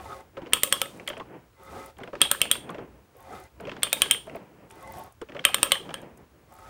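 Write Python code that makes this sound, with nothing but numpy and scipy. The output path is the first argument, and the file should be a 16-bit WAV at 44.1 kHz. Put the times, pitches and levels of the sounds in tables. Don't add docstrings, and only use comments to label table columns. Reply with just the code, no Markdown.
import sys
import numpy as np
from scipy import signal
from scipy.fft import rfft, irfft
from scipy.io import wavfile

SR = 44100
rng = np.random.default_rng(int(sys.argv[2]) if len(sys.argv) > 2 else 0)


def inscribe(sig):
    pcm = np.round(np.clip(np.atleast_2d(sig).T, -1, 1) * 32767)
    wavfile.write(sys.argv[1], SR, pcm.astype(np.int16))


def invert_db(level):
    return 10 ** (np.asarray(level, dtype=float) / 20)


N = 295029


def rms_one(x):
    return x / np.sqrt(np.mean(x ** 2) + 1e-20)


def in_time(rows):
    s, *columns = np.transpose(rows)
    return [np.interp(np.arange(N) / SR, s, c, left=-120, right=-120) for c in columns]


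def drift(rate_hz):
    r = np.exp(-80 * np.pi * rate_hz / SR)
    slow = signal.lfilter([1], [1, -2 * r, r * r], rng.standard_normal(N // 40 + 2002))
    slow = slow[2000:]
    return np.interp(np.arange(N) / 40, np.arange(len(slow)), rms_one(slow))


def coloured(spectrum):
    hz, level_db = np.transpose(spectrum)
    log_hz = np.log(np.fft.rfftfreq(N, 1 / SR) + 1)
    gain = invert_db(np.interp(log_hz, np.log(hz), level_db))
    return rms_one(irfft(rfft(rng.standard_normal(N)) * gain, N))


def ring(x, hz, t60):
    r, w = invert_db(-60 / (t60 * SR)), 2 * np.pi * hz / SR
    return signal.lfilter([0, np.sin(w)], [1, -2 * r * np.cos(w), r * r], x + 1e-18)


def band(x, low_hz, high_hz):
    edges_hz = [low_hz, min(high_hz, .45 * SR)]
    return signal.sosfilt(signal.butter(2, edges_hz, "band", fs=SR, output="sos"), x)


def dying(t60, rise_s, size):
    t = np.arange(size) / SR
    return rng.standard_normal(size) * (1 - np.exp(-t / rise_s)) * invert_db(-60 * t / t60)


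def add(out, s, sound):
    i = round(s * SR)
    out[i:i + len(sound)] += sound[:N - i]


# start in seconds, nominal level in dB, favoured head mode in Hz,
# stand thud and treble ring in dB against that level.
SNAP_ROWS = [(0.534, -1, 3180, -18, -2), (0.634, -4.5, 3680, -16, 2.5), (0.725, -5, 3290, -12, 0.5),
             (0.816, -7.5, 3708, -11.5, -3.5), (1.076, -13.5, 3110, -21, -12.5),
             (2.216, 2, 3309, -21, -5.5), (2.314, -4, 3690, -13, 0), (2.416, -1, 2960, -21.5, -5.5),
             (2.514, -2.5, 3336, -22, -3.5), (3.832, -1.5, 3400, -18.5, -5.5), (3.929, -5, 3697, -14.5, 1),
             (4.019, 1, 2986, -18.5, -6.5), (4.111, -1, 3234, -28, -1), (5.451, 2.5, 2808, -18, -8),
             (5.544, -3.5, 3827, -13.5, -3.5), (5.63, -3, 2770, -12, -2), (5.719, 0.5, 3234, -17, -5),
             (5.941, -17, 3200, -9.5, -9)]
# pitch in Hz, weight in dB, ring time t60 in seconds.
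HEAD_MODES = [(555, 0, .04), (1100, -2, .03), (1290, 0, .03), (1650, -1, .02), (2170, -12, .02),
              (2530, -7, .02), (2780, -6, .02), (3050, -4, .022), (3180, -4, .05), (3300, -5, .03),
              (3450, -7, .02), (3700, -8, .02), (4250, -11, .012), (5450, -22, .04), (6350, -22, .012),
              (7500, -12, .012), (8120, -10, .012), (8780, 4, .018), (9250, -4, .012), (10050, -9, .01),
              (11700, -12, .012), (13050, -2, .022), (13650, -8, .012), (14260, -12, .012),
              (14800, -5, .02), (15270, -11, .01)]
# crack band from Hz, to Hz, crack in dB,
# ringing echo in dB, plain echo in dB, echo t60 in seconds.
SNAP_PARTS = [(714, 4100, 15, -28.5, -22.5, 0.2), (2060, 3540, 12.5, -35, -17, 0.25),
              (7330, 10160, 6, -39.5, -28.5, 0.25), (12000, 13500, 9.5, -35.5, -28, 0.2)]
MODE_BORDERS_HZ = [400, 1900, 5000, 11000, 16000]
BODY_DB, TOP_UNDER_TREBLE_DB = -8, 7


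def pawl(size=12000):
    out, click = np.zeros(N), np.arange(size) == 0
    for s, snap_db, favoured_hz, thud_db, treble_db in SNAP_ROWS:
        slip = band(dying(0.06, 0.00087, size), 1200, 3000)
        add(out, s - .011, invert_db(snap_db - 23.5) * slip)
        levels = thud_db, BODY_DB, treble_db, treble_db - TOP_UNDER_TREBLE_DB
        spans = zip(MODE_BORDERS_HZ, MODE_BORDERS_HZ[1:])
        for (low, high), part, level_db in zip(spans, SNAP_PARTS, levels):
            *crack_hz, crack_db, ringing_db, plain_db, echo_t60 = part
            blow = click + invert_db(ringing_db) * dying(echo_t60, 0.0009, size)
            crack = invert_db(crack_db) * dying(0.0085, 0.00055, size)
            plain_echo = invert_db(plain_db) * dying(echo_t60, 0.013, size)
            sound = band(crack + plain_echo, *crack_hz)
            for hz, mode_db, ring_s in HEAD_MODES:
                if not low <= hz < high:
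                    continue
                near_db = 9 * np.exp(-((hz - favoured_hz) / 280) ** 2)
                seated_hz = hz * (1 + rng.normal(0, .005))
                luck_db = rng.normal(0, 3.5)
                gain = invert_db(mode_db + near_db + luck_db - 10) * rng.choice([-1, 1])
                sound += gain * ring(blow, seated_hz, ring_s)
            add(out, s, invert_db(snap_db + level_db) * sound)
    return out


# moment in seconds, nominal level in dB,
# thud pitch in Hz, rattle weight in dB.
KNOCK_ROWS = [(0.37, -16.5, 570, -28), (0.419, -20.5, 344, -25), (0.453, -36, 334, -18),
              (0.461, -28, 511, -18), (0.469, -29.5, 325, -12), (0.998, -25.5, 613, -16),
              (1.081, -29, 580, -1), (1.101, -22, 606, -10.5), (1.132, -29, 890, -13),
              (1.169, -22, 643, -19.5), (1.199, -21, 1090, -19), (1.531, -50, 501, -17),
              (1.969, -34.5, 380, -22), (1.987, -31, 764, -17.5), (2.003, -26.5, 720, -21),
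              (2.011, -22, 396, -41), (2.035, -22.5, 660, -15), (2.076, -26.5, 630, -16.5),
              (2.131, -18, 598, -34), (2.154, -24, 413, -11.5), (2.693, -21.5, 1150, -16.5),
              (2.746, -23, 606, -17.5), (2.783, -20, 454, -29.5), (3.149, -38, 530, -31),
              (3.601, -26.5, 675, -15.5), (3.637, -29, 444, -28), (3.653, -25, 388, -18),
              (3.672, -19.5, 570, -18), (3.685, -32, 596, -13), (3.695, -31, 377, -2),
              (3.717, -18, 346, -16), (3.766, -26, 380, -11.5), (4.27, -25.5, 670, -28),
              (4.297, -44.5, 640, 0), (4.349, -23.5, 665, -21), (4.365, -24.5, 358, -20.5),
              (4.707, -44.5, 790, -3), (5.215, -20, 463, -22), (5.288, -34.5, 582, -12.5),
              (5.296, -28, 328, -18), (5.321, -50, 310, 6), (5.349, -20.5, 584, -21.5),
              (5.367, -29.5, 644, -9.5), (5.393, -27, 523, -6), (5.801, -29, 454, -23),
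              (5.892, -26.5, 650, -11), (5.907, -24.5, 860, -15), (6.026, -25.5, 570, -30)]
REBOUND_S, REBOUND_DB, REBOUND_THUD_HZ, REBOUND_RATTLE_DB = 0.038, -28, 570, -4.5


def knocks(size=5000):
    out, middle = np.zeros(N), [hz for hz, *_ in HEAD_MODES if 1500 < hz < 3500]
    rebounds = []
    for s, snap_db, *_ in SNAP_ROWS:
        moment = s + REBOUND_S + rng.normal(0, .002)
        thud_hz = REBOUND_THUD_HZ * rng.uniform(.65, 1.6)
        rebounds.append((moment, snap_db + REBOUND_DB, thud_hz, REBOUND_RATTLE_DB))
    for s, knock_db, thud_hz, rattle_db in KNOCK_ROWS + rebounds:
        push, tick = dying(0.07, 0.0047, size), dying(0.024, 0.0003, size)
        thud = 0.064 * ring(push, thud_hz, 0.03) + band(push, 290, 1100)
        rung = sum(ring(tick, hz, 0.0058) for hz in rng.choice(middle, size=3))
        tail = invert_db(-14) * dying(0.23, 0.013, size)
        rattle = 0.092 * rung + 1.2 * tick + tail
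        rattle = band(band(rattle, 730, 3500), 730, 7900)
        add(out, s - .001, invert_db(knock_db) * (thud + 2.2 * invert_db(rattle_db) * rattle))
    return out


# dies bite, hardest moment and let go in seconds,
# scrape in dB at the hardest, bite in dB against that.
PULL_ROWS = [(-.2, .13, 0.21, -42, -9.5), (1.6, 1.797, 1.895, -40, -13.5), (3.16, 3.367, 3.46, -43, -15.5),
             (4.715, 4.983, 5.08, -43.5, -10), (6.505, 6.722, 6.67, -44.5, -11.5)]
SCRAPE_TOP_DB = np.array(PULL_ROWS)[:, 3:4]
BITE_S, RELEASE_S = .05, .07
LET_GO_DB, IDLE_DB = -7, -32


def pulls():
    efforts = []
    for bite, hard, go, _, bite_db in PULL_ROWS:
        curve = [(bite - BITE_S, IDLE_DB), (bite, bite_db), (hard, 0), (go, LET_GO_DB), (go + RELEASE_S, IDLE_DB)]
        efforts.append(in_time(curve)[0])
    return np.array(efforts)


def swell(start, end, rise, fall):
    t = np.arange(N) / SR
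    return np.minimum(0, np.minimum(rise * (t - start), fall * (end - t)))


# pitch in Hz,
# spread in Hz (t60 is 4.3 / spread), weight per Hz of spread in dB.
PIPE_MODES = [(394, 73, -1), (537.5, 11.3, 3.5), (751, 146, -2.5), (891.6, 30, 2.5), (1090, 38, -2),
              (1268, 79, -2.5), (1510, 250, -30.5), (2044, 67, -8), (2410, 50, -20), (3620, 450, -24)]


def scrape():
    scrape_db = np.max(SCRAPE_TOP_DB + pulls(), axis=0)
    rub = rng.standard_normal(N) * invert_db(1.4 * drift(40) + 2.3 * drift(210))
    rung = np.zeros(N)
    for k, (hz, spread, level_db) in enumerate(PIPE_MODES):
        mode = rms_one(ring(rub, hz, 4.3 / spread)) * np.sqrt(spread)
        rung += (-1) ** k * invert_db(level_db + 3.5 * drift(6.2)) * mode
    rough = rms_one(rms_one(rung) + 0.354 * rms_one(band(rub, 380, 1900)))
    return invert_db(scrape_db) * rough


# frequency in Hz, relative level in dB per Hz.
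GRIND_COLOUR = [(1470, -27.5), (2500, -17), (3180, -9.5), (3720, 3), (7650, -1), (8530, 0.5), (15000, -8.5),
                (16000, -9)]
# start and end in seconds, stand rumble in dB, pawl slide hiss in dB.
RETURN_ROWS = [(0.379, 1.21, -49, -47.5), (1.989, 2.81, -50.5, -52.5), (3.635, 4.423, -47.5, -48.5),
               (5.274, 6.05, -48.5, -49.5)]
GRIND_DB, GRIND_FOLLOWS = -15, 1.1
FASTEST_AFTER_S = .37
SLIDE_RISE_DB_PER_S, SLIDE_FALL_DB_PER_S = 117.5, 69.5


def grind_and_slide():
    grind_db = np.max(SCRAPE_TOP_DB + GRIND_DB + GRIND_FOLLOWS * pulls(), axis=0)
    slides = []
    for s, _, _, hiss_db in RETURN_ROWS:
        fastest = s + FASTEST_AFTER_S
        slides.append(hiss_db + swell(fastest, fastest, SLIDE_RISE_DB_PER_S, SLIDE_FALL_DB_PER_S))
    slide_db = np.max(slides, axis=0)
    level = invert_db(grind_db + drift(60)) + invert_db(slide_db)
    return level * coloured(GRIND_COLOUR)


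# start in seconds,
# nominal level in dB, pitch in Hz.
TICK_ROWS = [(0.9723, -46.5, 8810), (1.0872, -28, 8620), (1.0954, -39, 13920), (1.1778, -44, 7500),
             (1.8598, -37.5, 12060), (1.9837, -44.5, 9780), (2.0357, -47, 8760), (2.7025, -39, 9300),
             (3.1675, -48.5, 13730), (3.4382, -47, 8600), (3.6063, -43, 9370), (4.2666, -46, 8720),
             (4.3575, -41, 13480), (4.6998, -46, 8460), (4.7107, -40, 8500), (4.7554, -49, 10930),
             (4.826, -44, 11130), (4.8746, -43, 7950), (4.9214, -36.5, 14810), (4.9351, -43, 7250),
             (4.9709, -43, 11000), (4.9841, -39, 11540), (4.992, -40, 14360), (5.037, -40.5, 10600),
             (5.1228, -46, 10500), (5.2153, -40, 7400), (6.0158, -44, 9600), (6.174, -44.5, 9900),
             (6.5375, -46.5, 14560)]
SMALL_TICK_DB = -51.5


def ticks(size=1500, count=6):
    out, small = np.zeros(N), []
    for bite, _, go, *_ in PULL_ROWS:
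        for u, v, w in rng.random((count, 3)):
            small.append((bite + u * (go - bite), SMALL_TICK_DB + 6 * v, 7500 * 1.9 ** w))
    for s, tick_db, hz in TICK_ROWS + [tick for tick in small if 0 < tick[0] < N / SR]:
        burst = band(dying(0.021, 0.00035, size), .72 * hz, 1.3 * hz)
        add(out, s, invert_db(tick_db + 0.5) * burst)
    return out


# frequency in Hz, relative level in dB per Hz.
STAND_COLOUR = [(71, -44), (120, 3), (386, 1.5), (479, 0.5), (531, -1.5), (1000, -7), (1090, -12),
                (1260, -12.5), (2500, -18), (3250, -25.5), (5500, -120)]
# frequency in Hz, relative level in dB per Hz.
DEEP_COLOUR = [(15, -46), (30, -22.5), (45, -12.5), (62, 4), (125, -4), (170, -26), (290, -89)]
SHAKE_RISE_DB_PER_S, SHAKE_FALL_DB_PER_S, REST_DB = 240, 47.5, -63
PULL_RUMBLE_DB = -7.5
DEEP_DB, DEEP_PULL_DB, DEEP_WAVER_DB = -62, 10, 2


def stand():
    effort_db = pulls()
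    swings = [level_db + swell(start, end, SHAKE_RISE_DB_PER_S, SHAKE_FALL_DB_PER_S)
              for start, end, level_db, _ in RETURN_ROWS]
    under_pulls = SCRAPE_TOP_DB + PULL_RUMBLE_DB + effort_db
    rumble_db = np.max([*swings, *under_pulls], axis=0).clip(REST_DB)
    deep_db = DEEP_DB + DEEP_PULL_DB * invert_db(effort_db.max(axis=0)) + DEEP_WAVER_DB * drift(7)
    rumble = invert_db(rumble_db + 3.8 * drift(6.3)) * coloured(STAND_COLOUR)
    return rumble + invert_db(deep_db) * coloured(DEEP_COLOUR)


# frequency in Hz, relative level in dB per Hz.
HISS_COLOUR = [(600, -30), (1000, 0), (2000, -7), (4000, -12), (8000, -15), (15500, -18), (16400, -30)]


def hiss():
    return invert_db(-68) * coloured(HISS_COLOUR)


def whine():
    level = np.sqrt(2) * invert_db(-77 + 0.52 * drift(8))
    return level * np.sin(2 * np.pi * 15630 * np.arange(N) / SR)


def scene():
    work = pawl() + knocks() + scrape() + grind_and_slide() + ticks()
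    return (work + stand() + hiss() + whine())[None]


def band_limit(x):
    return signal.sosfilt(signal.butter(12, 16470, fs=SR, output="sos"), x)


def record(dry):
    mix = np.clip(dry, -1, 1)
    return band_limit(mix)


dry = scene()
out = record(dry)
inscribe(out)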